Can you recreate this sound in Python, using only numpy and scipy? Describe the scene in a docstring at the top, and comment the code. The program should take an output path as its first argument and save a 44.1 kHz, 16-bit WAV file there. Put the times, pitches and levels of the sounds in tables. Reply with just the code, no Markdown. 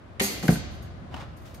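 """Wire panel dropped on a cart

In a car park a steel-framed wire panel knocks against a cart's tubular handle, then drops onto its
plastic deck and bounces. Each impact excites damped normal modes: the handle hums, the deck thuds, the
wires ring and chatter against each other. A shoe then scuffs the asphalt, the wires tick faintly and
a hand brushes the frame, over a low rumble of distant traffic."""
import sys
import numpy as np
from scipy import signal
from scipy.fft import rfft, irfft
from scipy.io import wavfile

SR = 44100
rng = np.random.default_rng(int(sys.argv[2]) if len(sys.argv) > 2 else 0)


def store_wav(level_fs):
    """Save 16-bit WAV to argv[1]."""
    pcm = np.round(np.clip(np.atleast_2d(level_fs), -1, 1) * 32767)
    wavfile.write(sys.argv[1], SR, pcm.T.astype(np.int16))


N = 70560
T = np.arange(N) / SR
HZ = np.arange(N // 2 + 1) * SR / N
SIDES = np.array([[1], [-1]])  # left, right
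TOP_HZ = 15600


def undb(db):
    """Amplitude ratio of a level in decibels."""
    return 10 ** (np.asarray(db) / 20)


def unit(x):
    """Normalisation to an rms of 1."""
    return x / np.sqrt(np.mean(x ** 2))


def pan(db):
    """Level-difference panning: two gains, the left db above the right."""
    return undb(SIDES * db / 2)


def at_hz(hz, table, column=1):
    """Interpolation of a table's column over log frequency."""
    table = np.array(table, float)
    return np.interp(np.log(np.maximum(hz, 1)), np.log(table[:, 0]), table[:, column])


def through(x, response):
    """Convolution: the output of a linear system with this impulse response."""
    return signal.fftconvolve(np.atleast_2d(x), np.atleast_2d(response), axes=1)[:, :N]


def colour(x, spectrum):
    """Minimum-phase filtering: folding the cepstrum makes the response causal."""
    hz = np.arange(N + 1) * SR / (2 * N)
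    cepstrum = irfft(np.log(undb(at_hz(hz, spectrum))))
    cepstrum[1:N] *= 2
    cepstrum[N + 1:] = 0
    return irfft(rfft(x, 2 * N) * np.exp(rfft(cepstrum)))[..., :N]


def fade(t60_s):
    """Exponential decay, by 60 dB in t60_s."""
    return np.exp(-np.log(1000) * T / t60_s)


def build_up(rise_s):
    """First-order rise from 0 towards 1."""
    return 1 - np.exp(-T / rise_s)


def push(start_s, level_db, contact_ms):
    """Force pulse of an impact: the longer the contact, the narrower its bandwidth."""
    age = np.maximum(T - start_s, 0) / (max(contact_ms, .03) / 4000)
    force = age * np.exp(-np.minimum(age, 60))
    return undb(level_db) * force / force.sum()


def ring(modes, spread_rad=0):
    """Superposition of damped modes, each shifted in phase oppositely left and right."""
    return sum(undb(db) * fade(t60) * np.cos(2 * np.pi * hz * T + SIDES * spread_rad * (-1) ** i)
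               for i, (hz, db, t60) in enumerate(modes))


def burst(envelope):
    """Diffuse impulse response: enveloped stereo noise of unit energy."""
    return unit(rng.standard_normal((2, N)) * envelope) / np.sqrt(N)


def stereo_noise(correlation):
    """Partial coherence: mid and side noise mix into correlated left and right spectra."""
    alike = at_hz(HZ, correlation)
    mid, side = rfft(rng.standard_normal((2, N)))
    return (mid * np.sqrt(1 + alike) + side * np.sqrt(1 - alike) * SIDES) / np.sqrt(2)


def grains(spells, per_s):
    """Shot noise: tiny random impacts whose strength swells and dies with each spell."""
    envelope = sum(undb(db) * np.clip((T - s) / rise, 0, 1) * np.exp(-np.maximum(T - s - rise, 0) / fall)
                   for s, db, rise, fall in spells)
    impacts = (rng.random(N) < per_s / SR) * rng.standard_normal(N)
    return envelope * unit(impacts)


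def rub(spells, spectrum, per_s):
    """Rough contact: filtered shot noise, partly common to left and right."""
    shared, left, right = (grains(spells, per_s) for _ in range(3))
    return colour(undb(-2) * shared + np.array([left, right]), spectrum)


def traffic():
    """Broadband noise of distant traffic: the bass swells, the airy band above it less so."""
    # noise spectrum: frequency_hz, level_db
    spectrum = [(15, -56), (25, -5.5), (64, 0.5), (130, -5.5), (354, -17.5), (439, -23.5), (575, -18),
                (936, -27.5), (1020, -24.5), (1370, -27), (2690, -38), (3430, -40), (5570, -49.5),
                (12500, -63), (16000, -77)]
    # left-right coherence: frequency_hz, correlation
    coherence = [(30, 0.3), (70, 0.27), (150, 0.88), (300, 0.78), (600, 0.04), (2000, 0), (16000, 0)]
    # swell of the bass: time_s, level_db
    swell = [(0, -7), (.3, -1), (.65, 5), (.9, 0), (1.15, 1), (1.4, -2.5), (1.6, -2)]
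    crossover_hz = 306
    noise = unit(irfft(undb(at_hz(HZ, spectrum)) * stereo_noise(coherence), N))
    bass = irfft(rfft(noise) / (1 + (HZ / crossover_hz) ** 4), N)
    air = pan(1.5) * (noise - bass)
    swell_db = np.interp(T, *np.array(swell).T)
    return undb(-40 + swell_db) * bass + undb(-38.5 + 0.41 * swell_db) * air


def reflections(direct):
    """Reverberation: parked cars scatter the direct sound into a faint diffuse tail."""
    # response of the reflecting paths: frequency_hz, gain_db
    spectrum = [(50, -7.5), (200, -10.5), (600, 0.5), (2000, 2), (5000, 5), (9000, -14), (15000, -20)]
    tail = burst(fade(t60_s=1) * build_up(0.0074))
    return undb(-13) * colour(through(direct, tail), spectrum)


def hand():
    """Friction noise: a hand brushes the frame as it lets go."""
    # strokes: start_s, level_db, rise_s, fall_s
    strokes = [(1.448, -0.5, 0.0099, 0.071), (1.54, -1, 0.0085, 0.007)]
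    # friction spectrum: frequency_hz, level_db
    spectrum = [(400, -5), (1200, -2), (2200, -1), (3800, -1.5), (6000, -5.5), (9000, -12.5), (15000, -14)]
    return undb(-48) * rub(strokes, spectrum, per_s=12000)


def shoe():
    """Friction and fracture: grit crunches under a sole and one piece snaps."""
    # scuffs on asphalt: start_s, level_db, rise_s, fall_s
    scuffs = [(1.105, -8.5, 0.026, 0.09), (1.1412, 3.5, 0.002, 0.0067), (1.161, -2, 0.0028, 0.029),
              (1.195, -2.5, 0.014, 0.023)]
    # crunch spectrum: frequency_hz, level_db
    spectrum = [(80, -24), (200, 5), (450, -4.5), (800, 5.5), (1300, 0.5), (1900, -7), (3500, -10),
                (5000, -15.5), (8000, -25.5), (15000, -36)]
    # modes of the snap: pitch_hz, level_db, t60_s
    snap_modes = [(261, -31, 0.054), (760, -35, .025), (980, -40, 0.024), (2900, -32, 0.045),
                  (3046, -36.5, 0.052)]
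    crunch = undb(-32) * rub(scuffs, spectrum, per_s=4000)
    snap = through(push(1.1415, 0, contact_ms=0.21), ring(snap_modes, spread_rad=0.79))
    return crunch + snap


def rocking():
    """Damped oscillator: the cart bumps on its wheels at one low resonance."""
    # bumps: start_s, level_db
    bumps = [(0.565, -33), (0.845, -24.5), (1.12, -23), (1.276, -27.5), (1.386, -30)]
    pitch_hz = 77.6
    response = np.sin(2 * np.pi * pitch_hz * T) * fade(t60_s=0.12) * build_up(0.008)
    return through(sum(push(s, db, contact_ms=0.69) for s, db in bumps), response)


def judder():
    """Intermittent contact: the frame rattles dully against the cart, before and as it lands."""
    # spells of juddering: start_s, level_db, rise_s, fall_s
    spells = [(.28, -10, 0.0082, 0.12), (.431, -5, 0.0033, 0.033), (.488, 3, 0.0043, 0.029)]
    # judder spectrum: frequency_hz, level_db
    spectrum = [(60, -11.5), (150, -7.5), (260, 5.5), (420, 1), (700, -4), (950, -14.5), (1300, -13.5),
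                (2500, -28), (8000, -37)]
    return undb(-14) * rub(spells, spectrum, per_s=1200)


def landing():
    """Contact time sets brightness: the steel frame knocks, then the yielding deck thuds."""
    # frame meets deck: start_s, thud_db, thud_contact_ms, knock_db
    landings = [(0.428, -15.5, 1.68, -19.5), (0.4379, -15.5, 2.04, -31), (0.458, -21, 1.6, -35),
                (0.4828, 2.5, 2.17, -0.5), (0.5194, -17.5, 1.5, -36), (.557, -24, 2.9, -15.5)]
    # modes of the plastic deck: pitch_hz, level_db, t60_s
    deck_modes = [(64.6, -26, .4), (137.8, -21, 0.22), (166.3, -9, 0.14), (187, -15, 0.174),
                  (225.6, -15.5, 0.18), (244, -26, 0.183), (281.5, -30, 0.42), (356.5, -24, 0.105),
                  (431, -18.5, 0.18), (464, -31, 0.11), (503, -18.5, 0.099), (657, -19, 0.13),
                  (727, -12, 0.09), (740, -28, 0.24)]
    # modes of the steel frame: pitch_hz, level_db, t60_s
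    frame_modes = [(1556, -21, 0.053), (1613, -26.5, .04), (2125, -31, 0.077), (2400, -36, 0.084),
                   (2796, -36, 0.034)]
    # spectrum of the frame's clack: frequency_hz, level_db
    clack_spectrum = [(200, -1), (700, 2.5), (1100, -17), (1650, 12), (2000, 2.5), (2700, -6), (4000, -6),
                      (8000, -14), (15000, -19)]
    deck_lag_s, clack_fall_s, tick_fall_s = 0.006827, 0.0076, 0.0012
    deck_force = sum(push(s + deck_lag_s, db, ms) for s, db, ms, _ in landings)
    thud = through(deck_force, ring(deck_modes, spread_rad=0.05))
    frame_force = sum(push(s, db, contact_ms=0.17) for s, _, _, db in landings)
    clack = undb(7.5) * colour(burst(np.exp(-T / clack_fall_s)), clack_spectrum)
    knock = through(frame_force, ring(frame_modes) + clack)
    # steel touches the deck just ahead of the heaviest landing
    tick = through(push(0.4805, -6.5, contact_ms=0.03), burst(np.exp(-T / tick_fall_s)))
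    return thud + pan(3.5) * knock + tick


def handle():
    """Impact excitation: the frame clanks on the tubular handle, whose low modes hum just after."""
    # steel meets handle: start_s, level_db, contact_ms
    contacts = [(0.1971, -6.5, 0.15), (0.2011, 0.5, 0.14), (0.212, -14, 0.26)]
    # short ring of the contact: pitch_hz, level_db, t60_s
    clank_modes = [(1810, -20.5, 0.038), (2202, -23, 0.055), (2710, -24, 0.078), (3030, -28, 0.033),
                   (3990, -24.5, 0.029)]
    # spectrum of the opening crack: frequency_hz, level_db
    crack_spectrum = [(100, -2), (700, 1.5), (1300, 2), (2200, 6.5), (4000, 3), (5600, -12), (9000, 10.5),
                      (15000, -8)]
    # modes of the tube: pitch_hz, level_db, t60_s
    tube_modes = [(104, -49, .3), (198.6, -26, 0.45), (221, -22, 0.15), (279, -31, 0.32), (391, -22, 0.21),
                  (526, -25.5, 0.13), (648, -38.5, 0.35), (790, -30.5, 0.12)]
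    crack_fall_s = 0.005
    crack = undb(3.5) * colour(burst(np.exp(-T / crack_fall_s)), crack_spectrum)
    force = sum(push(*contact) for contact in contacts)
    clank = through(force, crack + ring(clank_modes, spread_rad=1))
    hum = ring(tube_modes, spread_rad=0.19) * build_up(0.0032)
    return clank + through(push(0.206, 0, contact_ms=0.1), hum)


def wire_response():
    """Modal overlap: countless wire modes merge into noise whose highest bands die soonest."""
    # dense wire modes: frequency_hz, level_db, t60_s
    bands = [(696.4, 4, 0.74), (1117, -2, 0.61), (2200, -2, 1), (4360, 0.5, 0.94), (5640, -3.5, 0.8),
             (6200, 5, 0.79), (9300, -1.5, 0.24), (13000, 2, 0.17), (16000, -4, 0.157)]
    # left-right coherence: frequency_hz, correlation
    coherence = [(700, 0.1), (2000, -0.4), (4500, 0.059), (8000, -0.45), (13000, 0.62)]
    spectrum = stereo_noise(coherence) * undb(at_hz(HZ, bands))
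    edges_hz = np.geomspace(bands[0][0], TOP_HZ, 15)
    response = np.zeros((2, N))
    for low, high in zip(edges_hz, edges_hz[1:]):
        band = irfft(spectrum * (HZ >= low) * (HZ < high), N)
        response += band * fade(at_hz(np.sqrt(low * high), bands, column=2))
    return response


def chatter(wires):
    """Random collisions: loose wires strike each other and ring briefly, damped by the contact."""
    # spells of chattering: start_s, level_db, rise_s, fall_s
    spells = [(.216, -1, 0.003, 0.038), (.30, -25, 0.016, 0.082), (.44, -20, 0.0074, 0.05),
              (.493, -12.5, 0.017, 0.011), (.525, -17, 0.0044, 0.015), (.70, -37.5, 0.024, 0.033),
              (.81, -31, 0.013, 0.012), (1.365, -25.5, .002, 0.0039), (1.40, -41.5, 0.011, 0.033),
              (1.54, -25.5, 0.0042, 0.0051)]
    # collision spectrum: frequency_hz, level_db
    spectrum = [(500, -23), (2000, -28), (4500, 1), (7000, -3), (9200, 3.5), (10500, 1), (13000, 1.5),
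                (14500, 0), (16000, -25)]
    # thin ring of the wires: pitch_hz, level_db, t60_s
    thin_modes = [(6530, -35, 0.194), (8800, -45, 0.19), (9290, -43.5, 0.12), (11258, -55, .15),
                  (12600, -49, 0.12), (13959, -43, .15)]
    # stereo balance: frequency_hz, left_minus_right_db
    balance = [(2000, -8), (4500, 7.5), (8000, -6), (12000, -3.5), (15000, 5)]
    damping_s = 0.084
    damped = unit(wires * np.exp(-T / damping_s)) / np.sqrt(N)
    collisions = colour(grains(spells, per_s=1100), spectrum)
    rattle = through(collisions, damped + ring(thin_modes, spread_rad=0.37))
    return undb(-22.5) * irfft(rfft(rattle) * pan(at_hz(HZ, balance)), N)


def panel():
    """Free vibration: blows ring the grid until the deck damps it; its loose wires chatter on."""
    # blows to the grid: start_s, level_db, contact_ms
    blows = [(.198, 2.5, 0.11), (0.427, -12.5, 0.05), (0.4818, -5, 0.11), (.557, -11, 0.32)]
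    # strongest modes of the free grid: pitch_hz, level_db, t60_s
    grid_modes = [(1911, -36, .55), (2049, -38.5, .75), (2150, -44, .4), (2390, -49, 1.), (2422, -44, .5),
                  (2803, -51, 1.), (3215, -43, .6), (3343, -51, .8), (4284, -38, .6), (4721, -41, .55),
                  (4791, -37, .45), (5464, -40, .45), (6336, -40, .42), (6686, -38, .4)]
    damped_from_s, damping_db_per_s = 0.37, 13
    wires = wire_response()
    force = sum(push(*blow) for blow in blows)
    loss_db = damping_db_per_s * np.maximum(T - damped_from_s, 0)
    tones = undb(1.5 - loss_db) * through(force, ring(grid_modes, spread_rad=0.79))
    shimmer = undb(-24) * through(force, wires)
    return tones + shimmer + chatter(wires)


def scene():
    """Superposition of the near sources, their reflections and the traffic."""
    direct = panel() + handle() + landing() + rocking() + judder() + shoe() + hand()
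    return direct + reflections(direct) + traffic()


def record(dry):
    """Band limiting: filters remove the deepest bass and the highest treble."""
    low_cut = signal.butter(3, 60, "highpass", fs=SR, output="sos")
    high_cut = signal.ellip(8, .2, 70, TOP_HZ, fs=SR, output="sos")
    return signal.sosfilt(high_cut, signal.sosfilt(low_cut, dry))


dry = scene()
out = record(dry)
store_wav(out)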